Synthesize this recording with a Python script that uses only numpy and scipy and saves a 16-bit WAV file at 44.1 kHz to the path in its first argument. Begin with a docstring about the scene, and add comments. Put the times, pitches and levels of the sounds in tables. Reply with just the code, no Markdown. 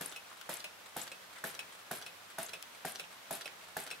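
"""In a small room, on a wooden table, a model flame-licker engine turns over about twice a second.
Each cycle the valve clacks shut and thumps the base, gas hisses and chirps through the gap,
the linkage knocks twice and a brass part clinks. Bearings rub softly over a steady hiss.
The hits are made of short bursts of noise and fading tones; the room adds a short echo."""
import sys
import numpy as np
from scipy import signal
from scipy.fft import rfft, irfft
from scipy.io import wavfile
from scipy.ndimage import uniform_filter1d

SR = 44100
rng = np.random.default_rng(int(sys.argv[2]) if len(sys.argv) > 2 else 0)


def int16_out(signal):
    """Quantize to a 16-bit WAV file."""
    q = np.round(np.clip(np.atleast_2d(signal).T, -1, 1) * 32767)
    wavfile.write(sys.argv[1], SR, q.astype(np.int16))


N = 176400
T = np.arange(SR // 2) / SR  # time within one short sound [s]

# Levels in the tables are relative. 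A fade time (t60) is how long a sound takes to drop by 60 dB.
# each closing of the valve (time [s], level [dB], valve ring [dB], hollow ring [dB], gas rush [dB])
STROKES = [(.0075, 0, -1.5, -1, 0.5), (0.4898, -0.5, 1, -5, 3), (.9630, 0, -3, -11.5, 2),
           (1.4378, 1.5, 2.5, -0.5, 1.5), (1.9096, 1, 1, -2, 1.5), (2.3820, 1.5, 0.5, -3, 0.5),
           (2.8480, 2, 0, -2.5, 1), (3.3060, 1, -2.5, 3.5, 1.5), (3.765, 1.5, 1, 2.5, 0.5)]


def valve_clacks():
    """The valve slaps shut with a spit of gas, a softer echo follows 8 ms later, and the wooden base and table
    shake."""
    # ringing of the table, hollow base, valve plate and its first crack (pitch [Hz], level [dB], fade [s])
    table_modes = [(138, -9, 0.1), (180.4, -6.5, .12), (229.5, -11.5, 0.18), (280.5, -8, 0.099),
                   (391.6, -10.5, 0.083), (500, -6, 0.052)]
    hollow_modes = [(613, -8.5, 0.057), (662, 2, 0.07), (748, -4, 0.076), (805, -11.5, 0.095),
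                    (882, -6, 0.06)]
    plate_modes = [(1467, 1.5, 0.026), (1580, -14.5, 0.03), (1640, -11.5, 0.097), (1673, -1, 0.044),
                   (1796, -4.5, 0.038)]
    crack_modes = [(1554, -12.5, 0.026), (780, -7.5, 0.015)]
    # tone colours of the dull thud and the bright spit (frequency [Hz], level [dB])
    thud_colour = [(30, -41), (90, -14), (150, -10.5), (300, -9), (480, -3), (750, 2.5), (1100, -8.5),
                   (1700, -4), (2000, -13), (4000, -15), (16000, -26)]
    spit_colour = [(100, -69), (3000, -10), (7500, -2), (9600, 4.5), (10300, 2), (11200, 5.5), (13000, 4.5),
                   (14300, -9), (16000, -6)]
    fresh = 0.96  # each hit is mostly new noise, plus a little that all hits share
    reused = np.sqrt(1 - fresh ** 2)
    shared_spit, shared_thud = noise(spit_colour), noise(thud_colour)
    out = np.zeros((2, N))
    for s, db, valve_db, hollow_db, _ in STROKES:
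        table = ring(table_modes, scatter_db=0.04, detune=0.0013, spread=0.13)
        hollow = amp(hollow_db) * ring(hollow_modes, scatter_db=3, detune=0.0096, spread=0.11)
        add(out, s + 0.00253, amp(db - 42) * pan(-1.5) * (table + hollow))
        plate = ring(plate_modes, scatter_db=1.6, detune=0.009, spread=0.37)
        add(out, s + 0.00152, amp(db + valve_db - 39.5) * pan(-2.5) * plate)
        for lag, drop_db in ((0, 0), (0.008, -8)):  # the hit, then a softer echo of it 8 ms later
            spit = (reused * shared_spit + fresh * noise(spit_colour)) * envelope(0.0018, 0.00082, 0.013)
            thud = (reused * shared_thud + fresh * noise(thud_colour)) * envelope(0.0031, 0.0019, 0.041)
            add(out, s + lag, amp(db + drop_db - 40) * pan(0.5) * thud)
            add(out, s + lag + 0.003, amp(drop_db - 37.5) * pan(5.5) * spit)
        crack = ring(crack_modes, scatter_db=3.8, detune=0.014, spread=0.71)
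        add(out, s + 0.00152, amp(db + valve_db - 36.5) * crack)
    return out


def gas_rush():
    """Gas hisses through the gap after each clack, with a flutter of faint chirps and a few loud ones."""
    # tone colour of the rushing gas (frequency [Hz], level [dB])
    gas_colour = [(60, -21), (200, -2), (600, 1.5), (1500, 4.5), (3500, 2.5), (6000, -2.5), (9000, 1.5),
                  (12000, -2.5), (14000, -8), (16000, -12)]
    # the louder chirps (time [s], level [dB], final pitch [Hz], fade [s])
    loud_chirps = [(.0590, -34.5, 11000, 0.016), (.094, -49, 7900, 0.046), (.5382, -37.5, 11500, 0.023),
                   (0.567, -49, 10500, .03), (0.569, -46, 7840, .03), (1.014, -41.5, 8080, .06),
                   (1.033, -50, 7600, .05), (1.471, -48, 12250, 0.045), (1.487, -54, 12700, 0.036),
                   (1.958, -50, 11300, 0.036), (1.973, -55, 10000, 0.037), (2.4288, -36, 11000, 0.024),
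                   (2.4626, -45.5, 7700, 0.03), (2.882, -45, 12500, 0.037), (2.893, -51, 12800, .03),
                   (2.92, -46, 10000, 0.016), (3.326, -42, 10160, 0.082), (3.351, -41, 11300, 0.024),
                   (3.801, -47, 10000, 0.034), (3.837, -48, 9600, .03)]
    fall_hz_per_s = 30000
    swell = envelope(0.012, 0.047, 0.27) * amp(-70 * T)
    out = np.zeros((2, N))
    for s, *_, db in STROKES:
        rough_db = 2.5 * wobble(len(T), smooth_samples=70)
        add(out, s, amp(db - 46 + rough_db) * pan(-0.4) * noise(gas_colour) * swell)
        for lag in np.linspace(0.02, 0.072, 6):  # later chirps in the flutter tend to be lower
            stray_hz, stray_s, stray_db = rng.standard_normal(3) * (715, 0.0017, 2.5)
            hz = 11700 - fall_hz_per_s * (lag - 0.052) + stray_hz
            add(out, s + lag + stray_s, amp(-52 + stray_db) * chirp(hz, t60=0.03, sweep=0.047))
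    for s, db, hz, t60 in loud_chirps:
        add(out, s, amp(db) * chirp(hz, t60, sweep=0.29))
    return out


def chirp(hz, t60, sweep):
    """A breathy whistle of gas starts too low by the fraction sweep, slides up to hz and fades."""
    glide_s, breath = 0.00155, 0.42
    pitch = hz * (1 - sweep * np.exp(-T / glide_s))
    ear_phase = np.array([[1.33], [0]])
    tone = unit(np.sin(2 * np.pi * np.cumsum(pitch) / SR + ear_phase))
    whistle = unit((1 - breath) * tone + breath * narrow_noise(pitch, width_hz=1500))
    return pan(9.5) * whistle * envelope(0.0011, 0.00069, t60)


def linkage_knocks():
    """The loose linkage gives dull knocks, and each one sets a steel rod ringing."""
    # knocks (time [s], level [dB], rod ring [dB])
    knocks = [(.115, -5, -11), (0.1228, -1.5, -3), (0.595, -4, -8), (0.6022, -7.5, 6.5), (1.068, -5, -12),
              (1.0765, -3.5, 0), (1.542, -4, -15), (1.5491, -4, 2), (2.013, -4, -12), (2.023, -5.5, 0.5),
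              (2.485, -5, -4), (2.4917, -3.5, 0.5), (2.949, -3, -12), (2.9563, -1.5, 2.5), (3.409, 1, -3.5),
              (3.4168, -5, 4), (3.8645, -0.5, -12), (3.874, -1, -4), (3.903, -2.5, -4), (2.988, -7.5, -10),
              (3.445, -7, -8)]
    # tone colour of a knock (frequency [Hz], level [dB])
    knock_colour = [(60, -13), (300, -8), (600, 2), (1000, -11), (1500, 4), (2200, -4.5), (3300, -2),
                    (4800, -6.5), (7000, -8), (10500, -8.5), (16000, -21)]
    # ringing of the rod (pitch [Hz], level [dB], fade [s])
    rod_modes = [(2950, 1.5, 0.01), (3440, -3.5, 0.053), (4040, -2.5, 0.04), (4720, 0, 0.027),
                 (5820, 1, .02)]
    out = np.zeros((2, N))
    for s, db, rod_db in knocks:
        add(out, s, amp(db - 43) * noise(knock_colour) * envelope(0.00089, 0.0017, 0.042))
        rod = ring(rod_modes, scatter_db=2.5, detune=0.019, spread=0.78)
        add(out, s + 0.000922, amp(db + rod_db - 44) * rod)
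    return out


def brass_clinks():
    """A brass part is struck once a cycle and rings brightly."""
    # clinks (time [s], level [dB])
    clinks = [(0.1617, -6), (0.6421, -3), (1.1166, -5.5), (1.5917, -1.5), (2.0627, -5.5), (2.534, -3),
              (2.9962, -1.5), (3.4568, -4), (3.9117, -1.5)]
    # tone colour of the strike (frequency [Hz], level [dB])
    strike_colour = [(60, -23), (300, -12), (620, 6), (850, -7.5), (1400, 1.5), (2000, -2.5), (2600, 7.5),
                     (4000, -9), (6500, -7.5), (8500, -4.5), (12000, -11), (16000, -14)]
    # ringing of the brass (pitch [Hz], level [dB], fade [s])
    brass_modes = [(2572, 6.5, 0.074), (2630, -10, .06), (3375, 1, 0.032), (3600, -5.5, 0.07),
                   (3900, -7.5, 0.1), (4120, -5.5, 0.085), (5380, -22, .9), (5360, 4, 0.028),
                   (7200, -36, .1), (8220, 3, 0.023), (9432, -7, 0.07)]
    out = np.zeros((2, N))
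    for s, db in clinks:
        strike = amp(-39) * noise(strike_colour) * envelope(0.00071, 0.001, 0.086)
        brass = amp(-42.5) * ring(brass_modes, scatter_db=0, detune=0.0026, spread=0.79)
        add(out, s, amp(db) * (strike + brass))
    return out


def stray_ticks():
    """The loose rods give a few tiny ticks, each a burst of noise strongest at one pitch."""
    # ticks (time [s], level [dB], pitch [Hz], treble slope [dB/octave], fade [s], left over right [dB])
    ticks = [(0.4121, -42.5, 1510, -5, 0.038, 2), (2.6258, -37, 3000, -4, 0.011, 2),
             (3.0395, -48, 2740, -31, 0.016, -12), (3.4778, -39, 2270, -12.5, 0.011, -9)]
    out = np.zeros((2, N))
    for s, db, hz, slope_db, t60, pan_db in ticks:
        colour = [(hz / 32, -70), (hz, 0), (hz * 8, 3 * slope_db)]  # five octaves down, three up
        add(out, s, amp(db) * pan(pan_db) * noise(colour) * envelope(0.0003, 0.00029, t60))
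    return out


def bearing_rattles():
    """The bearings rattle softly between the clacks."""
    # rattles (time [s], level [dB])
    rattles = [(0.3, -45), (0.329, -46), (0.37, -44.5), (0.791, -58), (0.86, -41.5), (0.889, -47),
               (1.329, -43), (1.359, -43.5), (1.383, -41), (1.723, -41.5), (1.75, -44.5), (1.789, -44),
               (2.26, -53), (2.301, -41.5), (2.748, -42.5), (3.125, -43.5), (3.639, -45.5), (3.684, -44.5)]
    # tone colour of a rattle (frequency [Hz], level [dB])
    rattle_colour = [(60, -62), (500, -1), (1300, 6.5), (2300, -0.5), (4000, 0), (6000, -9.5), (8000, 0.5),
                     (16000, -17)]
    out = np.zeros((2, N))
    for s, db in rattles:
        add(out, s, amp(db - 8.5) * noise(rattle_colour) * envelope(0.00068, 0.00067, 0.066))
    return out


def sliding_rubs():
    """Now and then a sliding part rubs briefly."""
    # rubs (time [s], level [dB], pitch [Hz])
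    rubs = [(.306, -57.5, 1253), (1.352, -54, 1980), (1.379, -58.5, 1495)]
    out = np.zeros((2, N))
    for s, db, hz in rubs:
        add(out, s, amp(db) * narrow_noise(hz, width_hz=330) * envelope(0.008, 0.017, 0.058))
    return out


def room_echo(sound):
    """The room sends back scattered reflections; each range of pitch fades at its own speed."""
    # echo bands (frequency [Hz], fade [s], level [dB])
    bands = [(129, 1, -9), (392, 0.21, -2.5), (1200, 0.53, -5), (3500, 0.13, -5.5), (10000, 0.45, -16)]
    reflections = rng.standard_normal((2, len(T))) * (rng.random((2, len(T))) < 0.1) * (T > 0.005)
    hz = np.fft.rfftfreq(len(T), 1 / SR)
    alike = 1 / (1 + (hz / 450) ** 2)  # both ears get nearly the same bass
    spectrum = rfft(reflections)
    spectrum[1] = alike * spectrum[0] + np.sqrt(1 - alike ** 2) * spectrum[1]
    tail = np.zeros((2, len(T)))
    for centre_hz, t60, db in bands:
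        band = curve([(row[0], row[0] == centre_hz) for row in bands], hz)
        fade = amp(-60 * T / t60)
        tail += amp(db) * irfft(spectrum * band, len(T)) * fade / np.linalg.norm(reflections[0] * fade)
    return signal.fftconvolve(sound, tail, axes=1)[:, :N]


def background_hiss():
    """The flame and the room hiss steadily, wavering a little, with two faint tones."""
    # tone colour of the hiss (frequency [Hz], level [dB])
    hiss_colour = [(15, -21), (25, -16), (71, -23), (140, -24.5), (169, -5.5), (233, -10), (433, -6),
                   (582, -2), (722, -2.5), (1270, -1.5), (2700, -5), (3630, -6), (4870, -10),
                   (11200, -15.5), (15500, -19.5)]
    # how alike it is in both ears (frequency [Hz], likeness [0 to 1])
    hiss_likeness = [(60, 0.53), (150, 0.94), (380, 0.17), (950, 0.21), (2380, 0.08), (5980, 0.06),
                     (15000, 0.01)]
    # which side it leans to (frequency [Hz], left over right [dB])
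    lean = [(60, -5), (180, -1), (550, -1), (1650, -0.5), (4970, -0.5), (15000, 2.5)]
    # faint tones (pitch [Hz], width [Hz], level [dB])
    faint_tones = [(11450, 60, -76), (99.8, 20, -78.5)]
    lean_db = curve(lean, np.fft.rfftfreq(N, 1 / SR))
    ear_gains = amp(np.array([lean_db, -lean_db]) / 2)
    hiss = irfft(rfft(noise(hiss_colour, hiss_likeness, size=N)) * ear_gains, N)
    waver_db = 0.63 * wobble(N, smooth_samples=1500)
    tones = sum(amp(db) * narrow_noise(hz, width, size=N) for hz, width, db in faint_tones)
    return amp(-53.5 + waver_db) * hiss + tones


def ring(modes, scatter_db, detune, spread):
    """A struck part rings in fading tones (modes); level, pitch and left-right phase vary by hit."""
    out = np.zeros((2, len(T)))
    for k, (hz, db, t60) in enumerate(modes):
        stray_pitch, stray_db, ear_phase = rng.standard_normal(3) * (detune, scatter_db, spread)
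        phase = 2 * np.pi * hz * (1 + stray_pitch) * T + ear_phase * np.array([[1], [-1]])
        out += (-1) ** k * amp(db - stray_db - 60 * T / t60) * np.sin(phase)
    return out * np.minimum(T / 0.00026, 1)


def noise(colour, likeness=None, size=len(T)):
    """Stereo noise with a given tone colour, partly alike in the two ears."""
    # how alike the short sounds are in both ears (frequency [Hz], likeness [0 to 1])
    usual_likeness = [(100, 1), (500, 1), (1500, 0.5), (4000, 0.55), (12000, 0.26)]
    hz = np.fft.rfftfreq(size, 1 / SR)
    alike = curve(usual_likeness if likeness is None else likeness, hz)
    mid, side = rfft(rng.standard_normal((2, size))) * np.sqrt([1 + alike, 1 - alike])
    return unit(irfft(np.array([mid + side, mid - side]) * amp(curve(colour, hz)), size))


def narrow_noise(hz, width_hz, size=len(T)):
    """Stereo noise gathered around one pitch, which may slide."""
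    offset_hz = np.fft.fftfreq(size, 1 / SR)
    real, imag = rng.standard_normal((2, 3, size))
    drift = np.fft.ifft((real + 1j * imag) / (1 + (offset_hz / width_hz) ** 2))  # left, right, shared
    tone = np.exp(2j * np.pi * np.cumsum(hz * np.ones(size)) / SR)
    return unit(((drift[:2] + drift[2]) * tone).real)


def wobble(size, smooth_samples):
    """A smoothed random wiggle."""
    return unit(uniform_filter1d(rng.standard_normal(size), size=smooth_samples))


def envelope(rise_s, hold_s, t60):
    """Loudness that rises, holds and fades away."""
    return np.minimum(T / rise_s, 1) * amp(-60 * np.maximum(T - rise_s - hold_s, 0) / t60)


def amp(db):
    """Turns decibels into a gain."""
    return 10 ** (np.asarray(db) / 20)


def unit(x):
    """Scales a signal to an average strength (rms) of 1."""
    return x / np.sqrt(np.mean(x ** 2) + 1e-20)


def curve(points, hz):
    """Joins (frequency, value) points on an octave scale and gives the value at hz."""
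    point_hz, value = np.transpose(points)
    return np.interp(np.log(hz + 1), np.log(point_hz + 1), value)


def pan(db):
    """Gains that make the left ear db louder than the right."""
    return amp(np.array([[db], [-db]]) / 2)


def add(mix, s, sound):
    """Mixes a sound in at s seconds."""
    part = mix[:, max(0, round(s * SR)):][:, :sound.shape[-1]]
    part += sound[..., :part.shape[1]]


def scene():
    """The engine, its echo and the hiss; three echoes fade in and out so the reflections slowly change."""
    engine = valve_clacks() + gas_rush() + linkage_knocks() + brass_clinks()
    engine += stray_ticks() + bearing_rattles() + sliding_rubs()
    angle = 2 * np.pi * np.arange(N) / N
    echo = sum(room_echo(engine * np.cos(angle + k * np.pi / 3) * np.sqrt(2 / 3)) for k in range(3))
    return engine + echo + background_hiss()


def record(dry):
    """Trims away the deepest rumble and the highest treble."""
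    low_cut = signal.butter(1, 36, "high", fs=SR, output="sos")
    high_cut = signal.firwin(511, 15800, window=("kaiser", 9), fs=SR)
    return signal.oaconvolve(signal.sosfilt(low_cut, dry), high_cut[None], "same")


dry = scene()
out = record(dry)
int16_out(out)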